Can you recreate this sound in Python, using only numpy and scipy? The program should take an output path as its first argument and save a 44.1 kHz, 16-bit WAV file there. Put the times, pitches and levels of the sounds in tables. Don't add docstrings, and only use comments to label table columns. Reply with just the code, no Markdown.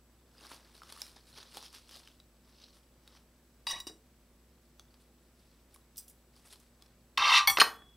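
import sys
import numpy as np
from scipy import signal
from scipy.fft import rfft, irfft
from scipy.io import wavfile
from scipy.ndimage import uniform_filter1d

SR = 44100
rng = np.random.default_rng(int(sys.argv[2]) if len(sys.argv) > 2 else 0)


def generate_wav(signal):
    frames = np.transpose(np.atleast_2d(signal))
    scaled = np.clip(frames, -1, 1) * 32767
    pcm = np.round(scaled).astype(np.int16)
    wavfile.write(sys.argv[1], SR, pcm)


N = 351036


def gain_of(db):
    return 10 ** (np.asarray(db) / 20)


def evened(x):
    return x / np.sqrt(np.mean(x ** 2) + 1e-20)


def read(points, hz):
    f, value = np.transpose(points)
    return np.interp(np.log(hz + 1), np.log(f + 1), value)


def add(mix, s, sound):
    part = mix[round(s * SR):][:len(sound)]
    part += sound[:len(part)]


def patches(hz, at, bins, frames):
    blotches = uniform_filter1d(rng.standard_normal((len(at), len(hz))), size=bins)
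    return evened(uniform_filter1d(blotches, size=frames, axis=0)).T


def coloured(x, db_of, size=256):
    hz, t, z = signal.stft(x, SR, nperseg=size)
    return signal.istft(z * gain_of(db_of(hz[:, None], t)), SR, nperseg=size)[1][:len(x)]


def tilted(x, slope_db):
    octaves = np.log2(np.fft.rfftfreq(len(x), 1 / SR) / 2000 + 0.066)
    return irfft(rfft(x) * gain_of(slope_db * octaves), len(x))


def above(x, edge_hz, order):
    return signal.sosfilt(signal.butter(order, edge_hz, "high", fs=SR, output="sos"), x)


def grains(per_s, spread_db):
    size = gain_of(spread_db * np.minimum(rng.exponential(1, N), 4))
    sign = rng.choice([-1., 1.], N)
    return evened(size * sign * (rng.random(N) < per_s / SR))


# f/Hz, relative level/dB (per Hz)
HISS_COLOUR = [(20, -40.5), (36, -8.5), (50, -19.5), (83, -13.5), (130, -10.5), (208, -13.5), (270, -16),
               (420, -17.5), (584, -18.5), (700, -23), (2230, -30.5), (4000, -34.5), (7600, -35),
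               (15700, -35.5)]
HISS_DB = -67.5
# f/Hz, relative level/dB (per Hz)
SIDE_COLOUR = [(59, -45), (100, -32), (356, -8), (396, -14.5), (430, -7), (643, -12), (15700, -12.5)]
SIDE_DB = -75
# f/Hz, speed limit of the wavering/Hz, level/dB (before the lift)
HUM_TONES = [(58.4, 3.6, -66), (240.6, 20, -73), (344, 19, -79), (7850, 0.68, -83.5)]
HUM_LIFT_DB, HUM_WAVER_DB, HUM_WAVER_CYCLES = 2, 0.74, 0.15


def floor():
    a, b = rng.standard_normal((2, N))
    hz = np.fft.rfftfreq(N, 1 / SR)
    t = np.arange(N) / SR
    hiss = irfft(rfft(a) * gain_of(read(HISS_COLOUR, hz)), N)
    hiss *= gain_of(HISS_DB) / np.std(irfft(rfft(hiss) * (hz > 80), N))
    middle = hiss
    for f, width, db in HUM_TONES:
        drift = evened(irfft(rfft(rng.standard_normal(N)) * np.exp(-(hz / width) ** 2), N))
        level = gain_of(db + HUM_LIFT_DB + HUM_WAVER_DB * drift)
        cycles = f * t + HUM_WAVER_CYCLES * np.roll(drift, SR)
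        middle = middle + level * np.sin(2 * np.pi * cycles)
    side = gain_of(SIDE_DB) * evened(irfft(rfft(b) * gain_of(read(SIDE_COLOUR, hz)), N))
    return np.array([middle + side, middle - side])


# f/Hz, time to fall 60 dB t60/s
ROOM_DECAY = [(200, 0.55), (1000, 0.33), (4000, 0.21), (12000, 0.3)]


def room(x):
    taps, at = np.zeros(SR // 2), np.arange(150, SR // 2 - 20, 20)
    taps[at + rng.integers(0, 20, len(at))] = rng.choice([-1., 1.], len(at))
    tail = coloured(taps, lambda hz, t: -60 * t / read(ROOM_DECAY, hz))
    return signal.oaconvolve(x, tail / np.linalg.norm(tail))[:N]


def ringing(modes, contact, tick_db, tick_s):
    t = np.arange(SR // 2) / SR
    ring = sum(gain_of(db - 60 * t / t60) * np.sin(2 * np.pi * hz * t) for hz, db, t60 in modes)
    tick = evened(coloured(rng.standard_normal(len(t)), lambda hz, at: read(contact, hz)))
    return ring + gain_of(tick_db - 60 * t / tick_s) * tick


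def blows(rows, body):
    out, t = np.zeros(N), np.arange(-256, 3840) / SR
    hz = np.fft.rfftfreq(len(t), 1 / SR) + 1
    noises = rng.standard_normal((len(rows), len(t)))
    for (s, db, slope_db, ms, place_hz, place_db, grip_db), noise in zip(rows, noises):
        chatter = 0.084 * noise * (t > 0) * np.exp(-abs(t) * 1000 / ms)
        push = tilted((t == 0) + chatter, slope_db)
        favour = gain_of(place_db * np.exp(-(np.log2(hz / place_hz) / 0.65) ** 2))
        sound = signal.fftconvolve(irfft(rfft(push) * favour), body)
        sound *= gain_of(-grip_db * np.arange(len(sound)) / SR)
        add(out, s + t[0], gain_of(db) * sound / abs(sound).max())
    return out


def slide(rows, body, shift_db):
    s, db, slope_db = np.transpose(rows)
    t = np.arange(s[0], s[-1], 1 / SR)
    slips = grains(per_s=4500.0, spread_db=0.5)[:len(t)] * gain_of(np.interp(t, s, db))
    rubbed = signal.oaconvolve(slips, body / np.linalg.norm(body))

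    def wandering(hz, at):
        slope = np.interp(at + s[0], s, slope_db) * np.log2(hz / 2000 + 0.026)
        return slope + shift_db * patches(hz, at, bins=5, frames=3)
    out = np.zeros(N)
    add(out, s[0], coloured(rubbed, wandering, size=512))
    return out



# f/Hz, relative level/dB (per Hz)
SOFT_CONTACT = [(300, -28), (600, -25.5), (1000, 6), (2500, -8.5), (4200, 1), (6500, -16), (7200, -25.5),
                (10000, -31.5), (15700, -46.5)]
# f/Hz, relative level/dB, t60/s
WOOD_MODES = [(830, -18, 0.063), (984, 3, 0.069), (1081.5, 4, 0.1), (1181, 6, 0.13), (1230, -4.5, 0.041),
              (1756, 9.5, 0.03), (2120, 4, 0.031), (2206, -16, 0.055), (2646, 3, 0.036), (2693, 8, 0.035),
              (2990, -15.5, 0.044), (2970, -13.5, .04), (3500, -3.5, 0.1), (3586, 5.5, 0.032),
              (3630, 5, 0.024), (3950, -4, 0.21), (4200, -8.5, 0.02), (4340, -16.5, 0.045),
              (4800, -5.5, 0.029), (5000, -20.5, .04), (5680, -21, 0.081), (5960, -36.5, 0.066),
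              (6000, -18, 0.061)]


def wood_ring():
    return ringing(WOOD_MODES, SOFT_CONTACT, tick_db=16.0, tick_s=0.029)


# f/Hz, relative level/dB (per Hz)
HARD_CONTACT = [(300, -41.5), (900, -1), (2000, -8), (5000, -1), (7000, -12.5), (10000, -6), (15700, -20.5)]
# f/Hz, relative level/dB, t60/s
PLATE_MODES = [(960, -12.5, 0.16), (1115, 0, 0.027), (1570, -22, 0.072), (1950, 1.5, 0.033),
               (2300, -33, 0.031), (2906, -2, 0.062), (3400, -26, 0.037), (3826, 0, 0.27), (3858, -2, 0.12),
               (4480, -12, 0.036), (4840, -0.5, 0.079), (5350, -10, .04), (5550, 2.5, 0.024),
               (5700, -0.5, 0.056), (7160, -15, 0.095), (7640, -20, 0.66), (8660, -7, 0.059),
               (10300, -11, 0.088), (10930, -13, .06), (13710, -20, .1), (15550, -19, 0.085)]


def plate_ring():
    return ringing(PLATE_MODES, HARD_CONTACT, tick_db=1.0, tick_s=0.026)


STEEL_F = [797, 960, 1798, 2216, 3366, 3372, 4466, 4553, 5809, 6821, 7666, 9085, 9145, 10050, 10915, 12152,
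           13343, 13388, 14340]
# relative level/dB, t60/s
STEEL_LEVEL_T60 = [(-6.5, 0.22), (-7.5, 0.26), (-11.5, 0.13), (-2, 0.1), (-20, 2.1), (-7.5, 0.12),
                   (5, 0.051), (-15, 0.17), (-11, 0.25), (-32.5, .3), (-22, 0.42), (-26, .15),
                   (-10.5, 0.16), (-25, .1), (-28, .33), (-14.5, 0.16), (-13.5, 0.29), (-5.5, .16),
                   (-31.5, .12)]


def steel_ring():
    modes = np.column_stack([STEEL_F, STEEL_LEVEL_T60])
    return ringing(modes, HARD_CONTACT, tick_db=-6.0, tick_s=0.022)


# f/Hz, relative level/dB, t60/s
BOWL_MODES = [(930, -9, .04), (2530, -4, .03), (2690, -6, .04), (3007, -5, .05), (3205, -8, .04),
              (4083, -5, .04), (4237, 0, .12), (4760, -12, .08), (5020, -14, .08), (5660, -9, .04),
              (6500, -14, .03), (8430, -16, .05), (8895, -10, .03), (9125, -13, .06), (9900, -17, .03),
              (12170, -22, .05)]


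def bowl_ring():
    return ringing(BOWL_MODES, SOFT_CONTACT, tick_db=-5.5, tick_s=0.017)


# f/Hz, relative level/dB, t60/s
TOP_MODES = [(200, -26, .08), (350, -20, .04), (470, -11, .035), (620, -14, .03), (780, -6, .03),
             (1000, -10, .03), (1300, -4, .02), (1530, 0, .02), (1760, -1, .025), (2400, -14, .015)]


def table_top_ring():
    return ringing(TOP_MODES, SOFT_CONTACT, tick_db=0.5, tick_s=0.016)


PLATE_BLOWS = [(3.669, -20, -2, 3.6, 4480, 6, 48), (3.701, -23.5, -6, 2.9, 5000, 10, 50),
               (3.802, -31.5, 2.5, 3.6, 11000, 3, 391), (3.869, -32, 0, 20, 6800, 4, 150)]
# t/s, level/dB (of the slips), slope/(dB per octave)
PLATE_SKITTER = [(3.672, -34, -3), (3.69, -39, -1.5), (3.712, -33.5, 1), (3.736, -41, -5.5),
                 (3.8, -47, -3.5)]


def on_plate(plate):
    return blows(PLATE_BLOWS, plate) + slide(PLATE_SKITTER, plate, shift_db=3.5)


WOOD_BLOWS = [(7.1755, -14, 3.5, 2.5, 3000, 1.2, 880), (7.179, -11.5, -1.2, 1.1, 3000, 0.9, 600),
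              (7.475, -17, -7.5, 5.5, 1000, 4, 50.2), (7.499, -19.5, -8.5, 21, 1200, 4, 50.2),
              (7.5715, -8, -1.5, 1.8, 3000, 3.3, 2490), (7.5735, -11, 0, 1.5, 2530, 3, 2450)]
# t/s, level/dB (of the slips), slope/(dB per octave)
WOOD_SLIDE = [(7.18, -51, 12), (7.186, -27.5, -2), (7.334, -21.5, 1.5), (7.38, -21, 3), (7.468, -53.5, -2)]


def on_wood(wood):
    return blows(WOOD_BLOWS, wood) + slide(WOOD_SLIDE, wood, shift_db=2.0)


# f/Hz, relative level/dB (per Hz)
PINCH_CONTACT = [(1000, -26), (3000, -6), (5500, -0.5), (8000, -2), (12000, -2.5), (15700, -1)]
# f/Hz, relative level/dB, t60/s
PINCHED_MODES = [(4200, -20, .04), (4960, -9, 0.11), (5900, -12, .1), (7300, -15, .06), (8220, -8, .14),
                 (8820, -20, .05), (10300, -3.5, 0.058), (12300, -13, .04), (13200, -16, .04),
                 (14600, -16, .04)]
GRIP_BLOWS = [(5.742, -47.5, 0, 2, 10300, 6, 200), (5.959, -50, -3, 2, 4200, 8, 200),
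              (5.970, -36, 4, 3, 13000, 3, 300), (5.979, -33, 3.5, 7.5, 5700, 3.3, 50),
              (5.988, -48, 2, 5.3, 12300, 4.5, 50), (6.080, -44, 0, 4.4, 10300, 3, 20),
              (6.097, -44, 2.5, 5, 9000, 4, 20), (6.599, -53, 1, 2, 6200, 9.9, 50)]


def in_fingers():
    return blows(GRIP_BLOWS, ringing(PINCHED_MODES, PINCH_CONTACT, tick_db=2.5, tick_s=0.065))


STEEL_BLOWS = [(7.474, -8.5, -.5, 7.4, 2300, 1.6, 150), (7.498, -15, .5, 6.4, 8820, 5, 100),
               (7.585, -27.5, .5, 1.5, 9430, 11, 450), (7.6206, -25, .5, 1.2, 11060, 5.5, 5)]
BOWL_BLOWS = [(7.6003, -5, 0.52, 4.4, 2990, 2, 25), (7.6047, -5, .5, 1.9, 2700, 3, 38),
              (7.6085, -7, 0.36, 3, 4240, 2.2, 5)]
TOP_BLOWS = [(3.869, -36.5, -9, 6.3, 300, 5.8, 5), (3.897, -42, -8, 13, 368, 10, 5),
             (7.579, -22.5, 3.5, 2.1, 1820, 2, 43), (7.585, -13.5, 0.5, 10.8, 1200, 1.85, 39),
             (7.6152, -1, 3.5, 1.1, 1516, 2, 82), (7.6195, -4, 3.5, 3.04, 948, 13.3, 63),
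             (7.821, -47, -1.5, 3.5, 1490, 6.1, 50)]
RATTLE_DB = 2.5


def sticks():
    wood, plate, steel = wood_ring(), plate_ring(), steel_ring()
    bowl, top = bowl_ring(), table_top_ring()
    light = on_plate(plate) + blows(STEEL_BLOWS, steel)
    light += on_wood(wood) + blows(BOWL_BLOWS, bowl)
    light += in_fingers()
    light = coloured(light, lambda hz, at: RATTLE_DB * patches(hz, at, bins=3, frames=2))
    bass_trace = gain_of(-18.0) * light
    return above(light, 756.0, order=5) + bass_trace + above(blows(TOP_BLOWS, top), 240.0, order=2)


# peak t/s, rustle level/dB, swell/s, fade/s, treble over it/dB, body (lower part) over it/dB
LEAF_SQUEEZES = [(0.455, -55, 0.1, .06, 4.5, 3.5), (0.524, -50, 0.047, 0.076, 6.5, 2),
                 (0.66, -68, 0.12, 0.14, 1, 5), (0.762, -60, 0.087, .05, 6, 2),
                 (0.9, -58, 0.14, 0.28, 6, 3), (1.012, -53.5, 0.083, 0.14, 8.5, -1.5),
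                 (1.166, -61.5, 0.023, 0.069, -1, 2.5), (1.29, -63.5, 0.074, 0.12, 8, 1.5),
                 (1.372, -50.5, 0.035, 0.11, 1.5, -1), (1.578, -50, 0.073, 0.041, 8, 1),
                 (1.648, -49, .04, 0.063, 1.5, -7.5), (1.748, -52, 0.031, 0.072, 5, -2.5),
                 (1.952, -50, 0.079, 0.065, 5, -3), (2.06, -63, 0.15, 0.13, 3.5, -3),
                 (2.49, -71, 0.069, .1, 12, 11), (2.628, -58.5, 0.12, 0.12, -4, -5),
                 (2.754, -67, 0.076, 0.11, 10.5, 2), (3.08, -72, 0.082, 0.065, 3, 5),
                 (3.172, -62.5, 0.15, 0.046, 1, 2), (4.8, -70, 0.02, 0.036, 1, -7),
                 (4.95, -75, .05, .03, 1, 7), (5.02, -72.5, 0.06, .08, 13, 0),
                 (5.4, -72, 0.058, 0.23, 8, -1), (5.52, -75, 0.12, 0.08, 2, 2),
                 (5.75, -71.5, 0.093, .08, 13, 1), (5.99, -61, 0.022, 0.051, 19, -3),
                 (6.37, -66.5, 0.04, 0.083, 8, -2), (6.47, -62.5, 0.065, .08, 12, 3),
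                 (6.53, -55, 0.051, 0.032, 8, -0.5), (6.6, -72, 0.018, 0.17, 13, 2),
                 (6.82, -72, .03, .15, 8, 7)]
SQUEEZE_SPAN_DB = 15
HELD_DB, HELD_TREBLE_DB, HELD_BODY_DB = -80.5, -5, 2.5


def handling(at):
    s, db, swell, fade, treble_db, body_db = np.transpose(LEAF_SQUEEZES)[:, :, None]
    away = np.where(at < s, (s - at) / swell, (at - s) / fade)
    power, held = gain_of(db - SQUEEZE_SPAN_DB * away) ** 2, gain_of(HELD_DB) ** 2
    total = power.sum(0) + held
    treble = ((power * treble_db).sum(0) + held * HELD_TREBLE_DB) / total
    body = ((power * body_db).sum(0) + held * HELD_BODY_DB) / total
    return 10 * np.log10(total), treble, body


# f/Hz, relative level/dB (per Hz)
LEAF_COLOUR = [(180, -43.5), (300, -0.5), (611, -8), (698, -5.5), (1070, 1), (2050, -5), (3840, 1),
               (5350, 1.5), (7450, -15.5), (9550, -10.5), (15700, -25.5)]


def rustle():
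    clumps = evened(uniform_filter1d(rng.standard_normal(N), size=500))
    crackle = grains(per_s=4000., spread_db=-0.5) * gain_of(2. * clumps)
    fine = coloured(crackle, lambda hz, at: read(LEAF_COLOUR, hz)
                    + 3.25 * patches(hz, at, bins=6, frames=2), size=128)
    pops = coloured(grains(per_s=310.0, spread_db=4.0), lambda hz, at: read(LEAF_COLOUR, hz)
                    + 7.9 * patches(hz, at, bins=3, frames=2))
    creases = evened(fine) + gain_of(-4.5) * evened(pops)

    def handled(hz, at):
        treble = np.clip((hz - 6000) / 1500, 0, 1)
        body = np.clip((2800 - hz) / 800, 0, 1)
        db, treble_db, body_db = handling(at)
        return db + treble * treble_db + body * body_db
    return coloured(evened(creases), handled)


# t/s, peak level/dB, low ring f/Hz, high ring f/Hz, share of the low ring (next to a tick of peak 1)
LEAF_SNAPS = [(0.819, -38.5, 1330, 5270, 2.5), (0.834, -42, 1200, 5400, 0.56),
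              (0.924, -31.5, 4200, 4600, .29), (0.964, -41.5, 1180, 5050, 1),
              (1.018, -23, 4000, 5150, 0.22), (1.066, -41, 3860, 5800, 0.28), (1.163, -46, 3680, 5190, 0.5),
              (1.376, -44, 3350, 5000, 1.5), (1.393, -53, 3600, 4550, .35), (1.571, -28, 826, 3300, 0.35),
              (1.627, -38, 3930, 5680, .35), (1.661, -42, 3040, 5390, 0.36), (1.729, -44, 4500, 4900, .35),
              (1.748, -40, 4750, 4830, 0.56), (1.893, -38.5, 3380, 5200, 0.38),
              (1.911, -43, 3600, 4730, 0.3), (2.075, -39.5, 3060, 5080, 0.62),
              (2.085, -46, 3780, 6100, .41), (2.201, -46, 3900, 4690, 0.8), (3.077, -39.5, 3830, 4430, .44),
              (4.796, -39.5, 3390, 6110, 0.32), (4.942, -47.5, 3870, 4860, 0.2),
              (5.747, -48, 2300, 9900, .58), (5.761, -45.5, 1090, 9120, 0.65), (6.364, -49, 1070, 4790, .2),
              (6.558, -43.5, 1070, 4870, 0.23), (6.823, -42.5, 3380, 5070, 0.35),
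              (6.861, -51, 3470, 5540, 0.53)]
SNAP_MS, SNAP_HIGH_SHARE = 1.16, 0.32
SNAP_SLOPE_DB, SNAP_SLOPE_PER_DB = -2., 0.36


def snaps():
    out, t = np.zeros(N), np.arange(-256, 1792) / SR
    colour = gain_of(0.42 * read(LEAF_COLOUR, np.fft.rfftfreq(len(t), 1 / SR)))
    noises = rng.standard_normal((len(LEAF_SNAPS), len(t)))
    for (s, db, low_hz, high_hz, low_share), noise in zip(LEAF_SNAPS, noises):
        fade = (t >= 0) * np.exp(-abs(t) * 1000 / SNAP_MS)
        slope_db = SNAP_SLOPE_DB + SNAP_SLOPE_PER_DB * handling(s)[1]
        tick = irfft(rfft(tilted(noise * fade, slope_db)) * colour)
        low = low_share * np.sin(2 * np.pi * low_hz * t)
        high = SNAP_HIGH_SHARE * np.sin(2 * np.pi * high_hz * t)
        sound = tick / abs(tick).max() + (low + high) * fade ** 0.4
        add(out, s + t[0], gain_of(db) * sound / abs(sound).max())
    return out


def scene():
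    near = sticks() + above(rustle() + snaps(), 180.0, order=2)
    return near + gain_of(-9.5) * room(near) + floor()


def record(dry):
    rounded = 1.072 * np.tanh(dry / 1.126)
    low_pass = signal.firwin(511, 15800, window=("kaiser", 9), fs=SR)
    return signal.oaconvolve(rounded, low_pass[None], "same")


dry = scene()
out = record(dry)
generate_wav(out)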